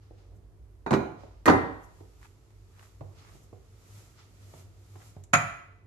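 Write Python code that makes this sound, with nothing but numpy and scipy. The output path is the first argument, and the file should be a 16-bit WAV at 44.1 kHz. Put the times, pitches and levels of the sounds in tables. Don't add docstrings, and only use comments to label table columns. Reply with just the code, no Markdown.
import sys
import numpy as np
from scipy import signal
from scipy.fft import rfft, irfft, next_fast_len
from scipy.io import wavfile
from scipy.ndimage import uniform_filter1d

SR = 44100
rng = np.random.default_rng(int(sys.argv[2]) if len(sys.argv) > 2 else 0)


def store_wav(level_fs):
    pcm = np.round(np.clip(np.atleast_2d(level_fs), -1, 1) * 32767)
    wavfile.write(sys.argv[1], SR, pcm.T.astype(np.int16))


N = 258426

# peak_s, effort_db, attack_s, release_s (of the rub), bowl_rumble_db
SWEEPS = [(0.33, -91, .12, .04, -49), (1.981, -70, .15, 0.26, -59), (2.249, -65, .07, 0.057, -76),
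          (2.84, -64, 0.1, 0.1, -73), (3.36, -64, 0.21, 0.096, -50.5), (3.98, -60, 0.18, 0.16, -50),
          (4.60, -60, 0.21, 0.049, -47.5), (5.07, -61, 0.21, 0.073, -51.5)]
# peak_s, level_db, release_s
SKIDS = [(0.03, -70.5, .12), (0.19, -70.5, 0.12), (1.2, -64.5, .17), (3.186, -60, 0.097),
         (4.194, -58, 0.057), (4.43, -67, 0.044)]
# peak_s, level_db
SLIDES = [(0.365, -74), (1.229, -78), (1.845, -63), (3.44, -66), (5.1, -69)]
# centre_s, half_length_s, level_db
CRUNCHES = [(2.233, 0.004, -54), (2.245, 0.03, -58), (2.507, 0.0046, -62), (2.796, 0.0022, -60),
            (2.804, 0.053, -59), (3.272, 0.07, -63), (5.019, 0.019, -59.5)]
# from_s, until_s
STIRRING_S = (1.665, 5.25)
# (relative, per Hz)
RUB_COLOUR = [(400, -6.5), (900, 3), (1080, 2), (1280, 8), (1600, -1.5), (2000, 2), (3000, -0.5),
              (5000, -0.5), (7000, -5), (10000, -20)]
# (relative, per Hz)
POWDER_COLOUR = [(3000, -38.5), (5500, 1.5), (7200, 6.5), (8800, -1), (12500, 2), (14000, -19)]
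# (relative, per Hz)
CRUNCH_COLOUR = [(500, 12), (1200, 22), (2200, 13), (3500, 5.5), (6000, -0.5), (12000, -10)]
# (relative, per Hz)
RUMBLE_COLOUR = [(55, -33.5), (85, -6), (100, 11), (120, -20), (170, -15.5), (380, -23.5), (700, -25),
                 (1500, -66)]
DRAG_DB, IDLE_DB = -76, -83.5
RUB_DB, POWDER_DB = -1, -1.1
FIRM_PUSH_DB, POWDER_GROWTH = -59.5, 1.27
RUMBLE_RELEASE_S, RUMBLE_IDLE_DB = .12, -60
SKID_ATTACK_S = 0.024
SLIDE_ATTACK_S, SLIDE_RELEASE_S = 0.017, 0.014


def hand():
    t = np.arange(N) / SR
    in_flour = 1. * ((t > STIRRING_S[0]) & (t < STIRRING_S[1]))
    stirring = uniform_filter1d(in_flour, size=4000)
    drag = from_db(IDLE_DB) + from_db(DRAG_DB) * stirring

    pushes = [from_db(db) * swell(s, attack, release) for s, db, attack, release, _ in SWEEPS]
    effort = np.linalg.norm([drag] + pushes, axis=0)
    weights = [from_db(db) * swell(s, attack, RUMBLE_RELEASE_S) for s, _, attack, _, db in SWEEPS]
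    weight = np.linalg.norm(weights, axis=0)
    skid = sum(from_db(db) * swell(s, SKID_ATTACK_S, release) for s, db, release in SKIDS)
    slide = sum(from_db(db) * swell(s, SLIDE_ATTACK_S, SLIDE_RELEASE_S) for s, db in SLIDES)
    pressure = effort / from_db(FIRM_PUSH_DB)
    stirred_up = from_db(FIRM_PUSH_DB + POWDER_DB) * pressure ** POWDER_GROWTH

    rub = np.hypot(from_db(RUB_DB) * effort, skid) * noise(RUB_COLOUR, N)
    powder = np.hypot(stirred_up, slide) * noise(POWDER_COLOUR, N)
    rumble = np.hypot(weight, from_db(RUMBLE_IDLE_DB)) * noise(RUMBLE_COLOUR, N)
    squeeze = sum(from_db(db) * np.exp(-((t - s) / length) ** 2) for s, length, db in CRUNCHES)
    crunch = squeeze * grains() * noise(CRUNCH_COLOUR, N)
    return (rub + powder + rumble + crunch) * from_db([[-.6], [.6]])


def swell(peak_s, attack_s, release_s):
    late = np.arange(N) / SR - peak_s
    return np.exp(-np.abs(late) / np.where(late < 0, attack_s, release_s))


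GRAINS_PER_S, GRAIN_SPREAD_DB, GRAIN_S = 650, 2.5, .001


def grains():
    born = rng.random(N) < GRAINS_PER_S / SR
    sizes = from_db(GRAIN_SPREAD_DB * np.minimum(rng.exponential(1, N), 2))
    decay = np.exp(-1 / (GRAIN_S * SR))
    return rms_one(signal.lfilter([1], [1, -decay], born * sizes + 1e-18))


# start_s, level_db, driven_low_hz, driven_high_hz, free_rim_db
KNOCKS = [(1.4573, -26.5, 1103, 11880, -26.5), (1.462, -22, 211.4, 11980, -50.5),
          (1.4770, -15, 143.1, 1960, -51), (1.4808, -11.5, 259, 3180, -29.5),
          (1.4976, -14.5, 330, 4000, -50), (1.522, -27, 109, 754, -63), (1.5360, -21, 171, 1022, -92)]
# pitch_hz, level_db (relative), t60_s (before damping and the ring limit)
BOWL_MODES = [(92.15, -7.5, 0.56), (189.3, -2.5, 0.43), (272, -3.5, 0.53), (312, -0.5, .25),
              (388.3, 1, 0.24), (447, -9.5, 0.4), (533, -19.5, 0.5), (618, -21.5, 0.73), (760.8, -6, 0.43),
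              (797, -10.5, 0.36), (874, -8, 0.17), (1015, -5.5, 0.23), (1107, -18.5, 0.99),
              (1207, -5.5, 0.36)]
# pitch_hz, level_db (relative), t60_s (before damping and the ring limit)
RIM_MODES = [(1864.3, 3, 0.57), (2046, -3.5, 0.4), (2460, -7, .24), (4350, -16.5, .18), (5850, -15.5, 0.25),
             (9650, -24.5, .3), (12000, -18, .12)]
# (relative, per Hz)
BOWL_BODY = [(40, -19.5), (90, -2.5), (180, -10), (340, 2.5), (500, -11), (800, -8.5), (1400, -9.5),
             (2250, -23), (3100, -32.5), (4400, -31), (7000, -27.5), (9000, -35), (13000, -32)]
# centre_hz, width_hz, level_db (before the shared peak level)
BOWL_PEAKS = [(3984, 27, -6.5), (3600, 130, -9.5), (4370, 53, -1), (5720, 23, 1.5), (7300, 35, -22.5),
              (9000, 43, -12), (10510, 45, -11.5), (10700, 130, -13.5), (12000, 34, -16.5)]
# freq_hz, t60_s
BODY_DECAY = [(100, 0.28), (400, 0.1), (1500, 0.073), (5000, 0.13), (12000, 0.055)]


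def steel_bowl():
    clatter, ring = np.zeros((2, 2, N))
    wall = with_peaks(BOWL_BODY, BOWL_PEAKS, peak_db=-22.5)
    for s, db, low_hz, high_hz, rim_db in KNOCKS:
        body = dying(wall, BODY_DECAY, size=8192)
        add(clatter, s, contact(body, db, low_hz, high_hz))
        modes = ringing(BOWL_MODES, damping=1.1, size=28000)
        add(ring, s, contact(modes, db - 6.5, low_hz, high_hz))
        add(ring, s, from_db(rim_db) * ringing(RIM_MODES, damping=0.96, size=36000))
    return (kitchen(clatter, wet_db=-7.0) + kitchen(ring, wet_db=-17)) * from_db([[-1.9], [.6]])


# start_s, tap_level_db, tap_high_hz, counter_boom_db
BUMPS = [(0.109, -50, 490, -66), (1.235, -46, 519, -71.5), (2.0050, -48.5, 480, -51),
         (3.0090, -43, 790, -41), (3.3480, -57.5, 580, -55), (3.529, -47.5, 520, -54.5),
         (4.536, -50.5, 1200, -53.5), (4.9569, -51.5, 1390, -57), (5.165, -50.5, 1200, -43)]
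# (relative, per Hz)
TAP_COLOUR = [(90, -18), (220, -5.5), (380, 4), (520, -6.5), (750, -1), (1200, -12.5), (2500, -13),
              (6000, -10)]
# pitch_hz, level_db (relative), t60_s (before damping and the ring limit)
COUNTER_MODES = [(88.3, -1.5, 0.56), (96.3, -3, 0.42), (142, -5, 0.19)]


def bumps():
    out = np.zeros((2, N))
    for s, db, high_hz, boom_db in BUMPS:
        tap = dying(TAP_COLOUR, [(100, 0.067), (1500, 0.05)], size=4096)
        boom = ringing(COUNTER_MODES, damping=1.1, size=16000)
        add(out, s, contact(tap, db, 250, high_hz))
        add(out, s, contact(boom, boom_db, 40, 240.2))
    return kitchen(out, wet_db=-6.0) * from_db([[-1.2], [1.2]])


# start_s, level_db, driven_low_hz, driven_high_hz, foot_ring_db
LANDING = [(0.8631, -29.5, 795, 1794, -53.5), (0.9085, -23, 200.2, 5527, -50),
           (0.9197, -19.5, 110, 1017, -60), (0.9300, -22.5, 281.5, 3986, -49.5),
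           (0.9380, -27, 1400, 4000, -52), (0.9485, -24.5, 181.3, 699, -65.5)]
# pitch_hz, level_db (relative), t60_s (before damping and the ring limit)
LANDING_MODES = [(97.1, -9, 0.51), (185, -4, 0.48), (231.8, -5, 0.13), (304, -8.5, 0.35), (389.2, 2, 0.22),
                 (614, -16, .45), (666, -13.5, .48), (725, -17, 1), (844, -12.5, .25), (940.6, -21, .6),
                 (1200, -16, 0.31), (1420, -19, .5), (1914, -20, 0.2), (2369, -24, 0.56)]
# pitch_hz, level_db (relative), t60_s (before damping and the ring limit)
FOOT_MODES = [(2425, 2, 0.24), (3473, -14, 0.24), (3820, -0.5, .2), (3900, -15.5, .45), (4280, -7.5, .22),
              (4721, -12.5, .16), (5507, -13, .2), (6180, -18, .5), (6625, -15, 0.48), (6830, -11, .16),
              (8600, -16, .12), (10700, -17, .12), (12100, -17, 0.23)]
# (relative, per Hz)
COUNTER_BODY = [(40, -24), (100, 0.5), (180, 0.5), (360, 3.5), (500, -7), (800, -8), (1300, -13),
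                (2400, -22.5), (3100, -38), (7000, -25), (9000, -28), (13000, -24.5)]
# centre_hz, width_hz, level_db (before the shared peak level)
COUNTER_PEAKS = [(1035, 220, -3.5), (1492, 33, -2), (1670, 18.26, -8.5), (1870, 26.9, -12.5),
                 (1940, 27.62, -11.5), (2300, 26, -11), (2560, 27, -15.5), (2950, 35, -20),
                 (4040, 140, -18), (4100, 82, -20.5), (5400, 170, -33.5), (6320, 100, -16)]


def cup_set_down():
    clatter, ring = np.zeros((2, 2, N))
    top = with_peaks(COUNTER_BODY, COUNTER_PEAKS, peak_db=-3.5)
    for s, db, low_hz, high_hz, foot_db in LANDING:
        body = dying(top, BODY_DECAY, size=8192)
        add(clatter, s, contact(body, db, low_hz, high_hz))
        modes = ringing(LANDING_MODES, damping=1.0, size=24000)
        add(ring, s, contact(modes, db - 5.0, low_hz, high_hz))
        add(ring, s, from_db(foot_db) * ringing(FOOT_MODES, damping=0.73, size=30000))
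    return (kitchen(clatter, wet_db=-7) + kitchen(ring, wet_db=-15)) * from_db([[-1.9], [1.4]])


# start_s, level_db, driven_low_hz, driven_high_hz, lasting_ring_db
CLINKS = [(5.3320, -35, 690, 9000, -64.5), (5.3348, -14.5, 79.4, 13000, -25.5),
          (5.3399, -32, 6000, 13000, -61.5), (5.3470, -17, 298, 2570, -42)]
# start_s, level_db
TICK = (5.2375, -56)
# (relative, per Hz)
TICK_COLOUR = [(1000, -9), (5000, -11.5), (6800, 2.5), (8500, -4.5), (13000, -8.5)]
# pitch_hz, level_db (relative), t60_s (before damping and the ring limit)
CUP_MODES = [(128.3, -9.5, 0.55), (174, -10.5, 0.34), (677, -11.5, 0.6), (708, -2, 0.48),
             (920, -11.5, 0.42), (1152, -7.5, 0.66), (1228, -2, 0.35), (1305, 4.5, 0.52), (1399, -5, 0.54),
             (1613, -10.5, 0.38), (1810, -10, 0.5), (1995, -11, 0.72), (2334, -7, .4), (2450, -7.5, 0.58)]
# pitch_hz, level_db (relative), t60_s (before damping and the ring limit)
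GLAZE_MODES = [(6700, -15, 0.24), (6861, -13, .33), (7130, -13.5, 0.34), (10750, -20, .16)]
# (relative, per Hz)
CUP_BODY = [(50, -19), (130, 1), (230, -8.5), (450, -21), (680, -3), (920, -8.5), (1350, 0), (2500, -6.5),
            (2850, -17.5), (5800, -28), (6900, -15.5), (7900, -28.5), (10800, -24), (12500, -34.5)]
# centre_hz, width_hz, level_db (before the shared peak level)
CUP_PEAKS = [(3640, 45, -30.5), (3890, 75, -15.5), (5240, 90, -11), (5850, 46, -14.5), (6470, 32, -7),
             (6700, 77, 3.5), (7400, 31, -11.5), (7300, 54, -15.5)]


def cup_on_rim():
    crack, ring = np.zeros((2, 2, N))
    tick_s, tick_db = TICK
    tick = dying(TICK_COLOUR, [(1000, .025), (7000, 0.056), (13000, .02)], size=4096)
    add(crack, tick_s, contact(tick, tick_db, 900, 13000))
    wall = with_peaks(CUP_BODY, CUP_PEAKS, peak_db=-6)
    modes = list(CUP_MODES) + list(GLAZE_MODES)
    for s, db, low_hz, high_hz, ring_db in CLINKS:
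        body = dying(wall, BODY_DECAY, size=8192)
        add(crack, s, contact(body, db, low_hz, high_hz))
        add(ring, s, from_db(ring_db) * ringing(modes, damping=1.03, size=32000))
    return (kitchen(crack, wet_db=-8.5) + kitchen(ring, wet_db=-14.5)) * from_db([[-1.4], [.6]])


# freq_hz, t60_s
KITCHEN_DECAY = [(80, 0.74), (250, 0.36), (600, 0.66), (1500, 0.59), (4000, 0.65), (7000, .46),
                 (12000, 0.57)]


def kitchen(x, wet_db):
    colour = [(60, 0), (400, 3), (2000, 0.0), (6000, -3.5), (13000, -0.5)]
    tail = dying(colour, KITCHEN_DECAY, size=36000)
    tail = tail * (1 - fade(0.015, tail.shape[-1]))
    tail = tail / np.sqrt(np.sum(tail ** 2) / 2)
    return x + from_db(wet_db) * signal.fftconvolve(x, tail, axes=-1)[:, :N]


# (relative, per Hz)
AIR_COLOUR = [(30, -28), (55, -14.5), (100, -5), (150, -15), (200, -25.5), (380, -16), (600, -32.5),
              (1000, -30.5), (2250, -41.5), (3400, -49), (5500, -50.5), (13000, -59)]
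# time_s, level_db
DEEP_LEVEL = [(0, -54.5), (0.9, -53), (1.9, -53.5), (2.3, -59.5), (3.0, -59), (3.3, -57), (3.7, -61.5),
              (5.86, -62.5)]
# (relative, per Hz)
DEEP_COLOUR = [(25, -38), (36, -19.5), (48, 14), (62, 12.5), (78, -5.5), (130, -42)]
# pitch_hz, level_db (rms)
HUM = [(50, -74.5), (99.5, -66.5), (443, -80)]


def room_tone():
    t = np.arange(N) / SR
    hum = sum(from_db(db) * np.sqrt(2) * np.sin(2 * np.pi * (hz * t + rng.random())) for hz, db in HUM)
    deep = from_db(np.interp(t, *np.transpose(DEEP_LEVEL))) * noise(DEEP_COLOUR, N)
    air = from_db(-62) * noise(AIR_COLOUR, N)
    return (air + deep + hum) * from_db([[-1.1], [.9]])


def contact(sound, db, low_hz, high_hz):
    driven = cut(cut(sound, low_hz, "high", order=1), high_hz, "low")
    return from_db(db) * driven / np.sqrt(np.mean(driven[:, :SR // 100] ** 2))


def with_peaks(spectrum, peaks, peak_db):
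    hz = np.arange(20, 15000, 10)
    power = from_db(at_hz(spectrum, hz)) ** 2
    for centre, width, db in peaks:
        power = power + from_db(db + peak_db) ** 2 / (1 + ((hz - centre) / width) ** 2) ** 2
    return np.c_[hz, 10 * np.log10(power)]


def dying(spectrum, decay, size):
    bins = rfft(noise(spectrum, size))
    hz = np.fft.rfftfreq(size, 1 / SR)
    centres = np.geomspace(55, 14080, 9)
    shares = [at_hz(np.c_[centres, row], hz) for row in np.eye(len(centres))]
    return sum(irfft(bins * share, size) * fade(at_hz(decay, centre), size)
               for centre, share in zip(centres, shares))


LONGEST_RING_S = .75


def ringing(modes, damping, size):
    hz, db, t60 = np.transpose(modes)
    alike = np.clip(at_hz(LIKENESS, hz), -1, 1)
    apart = np.arccos(alike) * rng.choice([-1, 1], len(hz))
    phases = 2 * np.pi * rng.random(len(hz))
    turn = 2 * np.pi * np.arange(size) / SR
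    return sum(from_db(d) * fade(min(t / damping, LONGEST_RING_S), size) * np.sin(f * turn + [[p], [p + a]])
               for f, d, t, p, a in zip(hz, db, t60, phases, apart))


# freq_hz, left_right_correlation (0 to 1)
LIKENESS = [(60, 0.83), (150, 0.98), (350, 0.58), (700, 0.48), (1300, 0.067), (2500, 0.0048), (13000, 0)]


def noise(spectrum, size):
    length = next_fast_len(size)
    hz = np.fft.rfftfreq(length, 1 / SR)
    mid, side = np.exp(2j * np.pi * rng.random((2, len(hz))))
    alike = np.clip(at_hz(LIKENESS, hz), -1, 1)
    pair = np.sqrt(1 + alike) * mid + np.sqrt(1 - alike) * side * [[1], [-1]]
    coloured = pair * from_db(at_hz(spectrum, hz)) * (hz > 20)
    return rms_one(irfft(coloured, length)[:, :size])


def fade(t60, size):
    return np.exp(-np.log(1000) * np.arange(size) / (SR * t60))


def cut(x, hz, kind, order=2):
    sos = signal.butter(order, np.clip(hz, 10, .45 * SR), kind, fs=SR, output="sos")
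    return signal.sosfilt(sos, x)


def at_hz(points, hz):
    known_hz, values = np.transpose(points)
    return np.interp(np.log(np.maximum(hz, 1)), np.log(known_hz), values)


def from_db(db):
    return 10 ** (np.asarray(db) / 20)


def rms_one(x):
    return x / np.sqrt(np.mean(x ** 2) + 1e-20)


def add(track, s, sound):
    start = round(s * SR)
    track[:, start:start + sound.shape[-1]] += sound[..., :N - start]


def scene():
    return hand() + steel_bowl() + bumps() + cup_set_down() + cup_on_rim() + room_tone()


CUTOFF_HZ = 13200


def record(dry):
    rounded = 1.3 * np.tanh(dry / 1.3)
    low_pass = signal.ellip(10, .2, 80, CUTOFF_HZ, fs=SR, output="sos")
    return signal.sosfilt(low_pass, rounded)


dry = scene()
out = record(dry)
store_wav(out)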